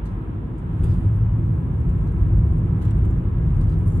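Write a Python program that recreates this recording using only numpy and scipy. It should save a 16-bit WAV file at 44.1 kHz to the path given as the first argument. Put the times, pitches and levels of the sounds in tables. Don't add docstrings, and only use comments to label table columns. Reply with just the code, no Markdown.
import sys
import numpy as np
from scipy import signal
from scipy.fft import rfft, irfft
from scipy.io import wavfile
from scipy.ndimage import uniform_filter1d

SR = 44100
rng = np.random.default_rng(int(sys.argv[2]) if len(sys.argv) > 2 else 0)


def generate_wav(signal):
    frames = np.transpose(np.atleast_2d(signal))
    scaled = np.clip(frames, -1, 1) * 32767
    pcm = np.round(scaled).astype(np.int16)
    wavfile.write(sys.argv[1], SR, pcm)


N = 176400

# (time [s], body boom [dB], cabin drone [dB])
ROAD_LEVELS = [(0, -27.5, -30), (.3, -31.5, -28.5), (.6, -31, -30), (.78, -31, -23), (.84, -22.5, -18.5),
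               (1.0, -25.5, -18.5), (1.3, -24, -23), (1.5, -30.5, -20), (1.7, -31.5, -22.5),
               (1.9, -22, -20.5), (2.15, -22, -21.5), (2.31, -16, -19.5), (2.55, -23, -20),
               (2.8, -29.5, -21), (3.0, -19.5, -19.5), (3.3, -27, -23), (3.45, -21.5, -20.5),
               (3.6, -20.5, -19), (4.0, -27.5, -18.5)]
# (frequency [Hz], width [Hz], lift [dB])
TRIM_RESONANCES = [(9200, 380, 4.5)]


def road_rumble():
    # (frequency [Hz], level [dB])
    body_spectrum = [(10, -46), (20, -41), (25, -27), (30, -17), (35, -8), (42, -1), (53, 0), (60, -5),
                     (72, -7), (100, -25), (200, -50)]
    cabin_spectrum = [(35, -40), (58, -11), (72, -2), (82, -3), (93, 0), (108, 0), (122, -4), (138, -9),
                      (150, -6), (162, -3), (172, -10), (184, -12), (208, -26), (300, -48)]
    boom = cabin_noise(body_spectrum, steady_s=0.14) * undb(curve(ROAD_LEVELS))
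    drone = cabin_noise(cabin_spectrum, steady_s=0.11) * undb(curve(ROAD_LEVELS, column=2))
    return boom + drone


def engine():
    # (time [s], level [dB])
    hum_levels = [(0, -40), (.7, -43.5), (1.0, -25), (1.35, -22), (1.7, -33.5), (2.1, -36), (2.4, -27),
                  (2.8, -29.5), (4.0, -33.5)]
    firing_hz, pitch_wander = 106.26, 0.0098
    phase = 2 * np.pi * np.cumsum(firing_hz * (1 + pitch_wander * drift(5.95))) / SR
    return unit(np.sin(phase)) * undb(curve(hum_levels) + 2 * drift(12))


def tyres_and_wind(coarse_db):
    # (frequency [Hz], level [dB])
    tread_spectrum = [(120, -28), (165, -5.5), (200, -2), (240, -1.5), (300, -3.5), (345, -0.5), (385, -7),
                      (430, -10), (485, -12.5), (560, -19), (800, -41)]
    rush_spectrum = [(250, -17), (550, -1.5), (700, 0), (850, -0.5), (1000, 2.5), (1180, -3), (1500, -7),
                     (2000, -12), (2900, -19.5), (3600, -26), (4400, -40), (6000, -56.5)]
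    # (frequency [Hz], width [Hz], lift [dB])
    cavity_modes = [(181.7, 18, 13.5), (207, 5.4, 0), (248.2, 12, 5.5), (317.6, 3.1, 8)]
    tyre_rings = [(980, 14, 1.2), (1305, 31, 6.9), (1500, 20, 2.1), (1650, 32, 7), (2140, 20, 3.9)]
    # (time [s], level [dB])
    rush_levels = [(0, -46.5), (.15, -46), (.5, -49), (.8, -47), (1.1, -46.5), (1.45, -47.5), (2.0, -46.5),
                   (2.45, -46.8), (2.85, -45.5), (3.25, -46.6), (3.6, -46), (4.0, -47)]
    thrum = cabin_noise(tread_spectrum, cavity_modes) * undb(-33 + 0.32 * coarse_db + 0.5 * drift(7.5))
    rush = cabin_noise(rush_spectrum, tyre_rings) * undb(curve(rush_levels) + 0.23 * drift(12))
    return thrum + rush


def oncoming_car():
    # (frequency [Hz], level [dB])
    swish_spectrum = [(250, -3), (420, 2), (700, -1), (1400, 1), (2200, -12.5), (3400, -14.5),
                      (4500, -28.5), (6000, -33), (8500, -22), (11000, -30), (15000, -38.5)]
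    closest_s, closest_db = 0.88, -51
    closing_m_s, lane_gap_m = 33, 3.3
    along_m = closing_m_s * (np.arange(N) / SR - closest_s)
    return cabin_noise(swish_spectrum) * undb(closest_db) * lane_gap_m / np.hypot(along_m, lane_gap_m)


def loose_parts():
    # (time [s], peak [dB], rise [s], decay [s], tilt [dB/octave], left minus right [dB])
    rattles = [(.11, -73, .02, .14, -1, 3), (.582, -63.5, .006, 0.025, -6, 2),
               (.841, -51.5, .006, 0.012, 3, 7), (.87, -72, .015, 0.16, 3.5, 2),
               (.94, -64, .004, .008, -4.5, 5.5), (1.16, -68, .003, .01, 1, 2),
               (1.803, -67, 0.0031, .01, 4, -1), (1.893, -61, .002, 0.012, -3, 2),
               (2.013, -69, 0.0014, .01, -2, 6), (2.073, -66, .002, .012, -1, 0),
               (2.122, -63.5, .001, .005, -1, 6), (2.284, -69, .001, 0.0063, 8, 0.5),
               (2.377, -60.5, .003, .013, 8.5, 4), (2.58, -66.5, .004, .02, -4, 3),
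               (2.821, -56, .005, 0.017, -1.5, 3), (2.98, -69, 0.0093, 0.012, 5, 4.5),
               (3.028, -65, 0.0014, 0.009, 10.5, 3.5), (3.545, -68, 0.0009, .004, 0.5, 10.5),
               (3.611, -60, .0015, .018, -1, 4), (3.718, -68.5, 0.0061, 0.03, 1, 4.5),
               (3.789, -64, 0.0024, .009, 5, 0.5), (3.864, -58.5, 0.0028, 0.012, 9, 1),
               (3.877, -53, .003, .013, 7, 5), (3.91, -62, 0.015, .1, 1, 4), (3.97, -59, .003, .013, 0, 5)]
    clicks = [(.055, -62, 0.0024, 0.014, 0, 2), (2.852, -55, 0.0011, 0.006, 3, 0.5),
              (2.909, -52, .001, .0045, 1, 2), (3.052, -61, .002, .009, 1.5, 8),
              (3.108, -62.5, 0.00091, 0.0069, 0, 10), (3.565, -62, .001, 0.014, -3, 3)]
    creaks = [(.059, -60, .003, .028, 0, -4), (.843, -60, .007, 0.029, -1.5, -3),
              (.92, -61.5, .035, .045, -1.5, 0), (2.074, -62.5, 0.003, 0.019, 0, 1),
              (2.82, -57.5, .008, 0.036, -4, 3), (2.885, -64, .02, 0.034, -2.5, 0.5),
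              (3.612, -60, .002, 0.013, 1, -1), (3.634, -61.5, .002, 0.013, 3, 3.5),
              (3.68, -60, .003, .016, 0, 2), (3.697, -61, .003, .016, 0, 4),
              (3.719, -57.5, .004, 0.019, -6, 0), (3.739, -62, .003, .011, -2, 4)]
    knocks = [(.056, -58.5, .002, .025, 0, -1), (.836, -55, .006, 0.042, -1, -1.5),
              (2.822, -57, .004, .022, 0, 0.5), (2.853, -51.5, .002, .012, -3, 0),
              (2.882, -56, 0.0035, .016, 1, -0.5), (2.909, -51.5, 0.00083, .011, 0, 1),
              (3.05, -55, .002, .01, -1, -0.5)]
    # (frequency [Hz], level [dB])
    trim_spectrum = [(800, -16), (2500, -6), (4000, -8), (5500, -11), (7000, -3), (8100, 0), (9500, 0),
                     (11000, -4.5), (13000, -10), (15500, -19)]
    catch_spectrum = [(1500, -12), (3000, -6), (4500, -12), (6000, -9), (7000, -3), (9500, -3), (11000, -7),
                      (13000, -15), (15500, -22)]
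    panel_spectrum = [(800, -8), (2000, -3), (3000, -2), (4000, -2), (4900, -3), (5800, -6), (8000, -8),
                      (12000, -16)]
    dash_spectrum = [(600, -8), (1300, -1), (2000, -2), (2700, 1), (3400, -3), (4100, -13), (5000, -26)]
    # (frequency [Hz], width [Hz], lift [dB])
    catch_rings = [(5650, 220, 7), (7850, 550, 8)]
    panel_rings = [(3950, 250, 5), (4880, 260, 8), (5450, 300, -8)]
    return (chatter(rattles, trim_spectrum, TRIM_RESONANCES)
            + chatter(clicks, catch_spectrum, catch_rings)
            + chatter(creaks, panel_spectrum, panel_rings)
            + chatter(knocks, dash_spectrum))


def trim_sizzle(coarse_db):
    # (frequency [Hz], level [dB])
    sizzle_spectrum = [(2000, -22.5), (4500, -9.5), (5600, -14), (7000, -2), (8500, 0.5), (9600, -3.5),
                       (11000, -4), (13000, -10), (16000, -8.5)]
    level_db = -72 + 0.99 * coarse_db + drift(44.9)
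    return cabin_noise(sizzle_spectrum, TRIM_RESONANCES) * undb(level_db)


def chatter(hits, spectrum, rings=()):
    contacts_per_s, spread_db, ring_t60_s = 1900, 2, 0.011
    size = SR // 2
    t, hz = np.arange(size) / SR, bins(size)
    lead = size // 4
    since_peak = t - lead / SR
    timbre = colour(spectrum, rings, hz) * hz / (hz + 500)
    track = np.zeros((2, N + 2 * size))
    for at, peak_db, rise, decay, tilt_db, pan_db in hits:
        contacts = (rng.random(size) < contacts_per_s / SR) * undb(spread_db * rng.standard_normal(size))
        ring = rng.standard_normal((2, size)) * undb(-60 * t / ring_t60_s)
        tone = timbre * undb(tilt_db * np.log2(np.clip(hz, 2000, 12000) / 8000))
        buzz = unit(irfft(rfft(contacts) * rfft(ring) * tone, size))
        swell = np.exp(np.where(since_peak < 0, since_peak / rise, -since_peak / decay))
        start = int(at * SR)
        track[:, start:start + size] += buzz * swell * undb(peak_db + np.array([[pan_db], [-pan_db]]) / 2)
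    return track[:, lead:lead + N]


def cabin_noise(spectrum, rings=(), steady_s=0.27):
    # (frequency [Hz], left-right correlation [-1 to 1], left minus right [dB])
    image = [(45, 1, 0), (80, 0.98, 0.84), (162, 1, -1), (231, 0.8, 2), (322, .68, -1), (473, 0.6, 3),
             (730, .33, -3.5), (1110, .05, 0.5), (1640, -.2, 0.5), (2700, 0, -3.5), (4160, 0.02, -6.5),
             (6070, 0.01, -1), (9000, 0.02, 5), (13000, 0, -0.5)]
    hz = bins(N)
    likeness = np.clip(across(image, hz), -.999, .999)
    lean_db = across(image, hz, column=2)
    mid, side = rfft(rng.standard_normal((2, N))) * colour(spectrum, rings, hz)
    sign = np.array([[1], [-1]])
    left_right = mid * np.sqrt(1 + likeness) + sign * side * np.sqrt(1 - likeness)
    noise = irfft(left_right * undb(sign * lean_db / 2), N)
    power = uniform_filter1d(np.mean(noise ** 2, axis=0), int(steady_s * SR))
    return noise / np.sqrt(power + 1e-20)


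def colour(spectrum, rings, hz):
    lift_db = sum(db / (1 + (2 * (hz - centre) / width) ** 2) for centre, width, db in rings)
    return undb(across(spectrum, hz) + lift_db) / np.maximum(hz / spectrum[-1][0], 1) ** 4


def drift(rate_hz):
    size = int(SR / rate_hz)
    held = np.repeat(rng.standard_normal(400), size)[:N]
    return unit(uniform_filter1d(uniform_filter1d(held, size), size))


def curve(table, column=1):
    rows = np.array(table)
    return np.interp(np.arange(N) / SR, rows[:, 0], rows[:, column])


def across(table, hz, column=1):
    rows = np.array(table)
    return np.interp(np.log(hz), np.log(rows[:, 0]), rows[:, column])


def bins(size):
    return np.maximum(np.fft.rfftfreq(size, 1 / SR), 1)


def undb(db):
    return 10 ** (np.asarray(db) / 20)


def unit(x):
    return x / np.sqrt(np.mean(x ** 2) + 1e-20)


def scene():
    drone_db = curve(ROAD_LEVELS, column=2)
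    coarse_db = drone_db - np.median(drone_db)
    return (road_rumble() + engine() + tyres_and_wind(coarse_db) + oncoming_car()
            + trim_sizzle(coarse_db) + loose_parts())


def record(dry):
    hiss_db, top_hz = -79, 15700
    hiss = undb(hiss_db) * rng.standard_normal((2, N))
    lowpass = signal.ellip(8, .05, 50, top_hz, fs=SR, output="sos")
    return signal.sosfiltfilt(lowpass, dry + hiss)


dry = scene()
out = record(dry)
generate_wav(out)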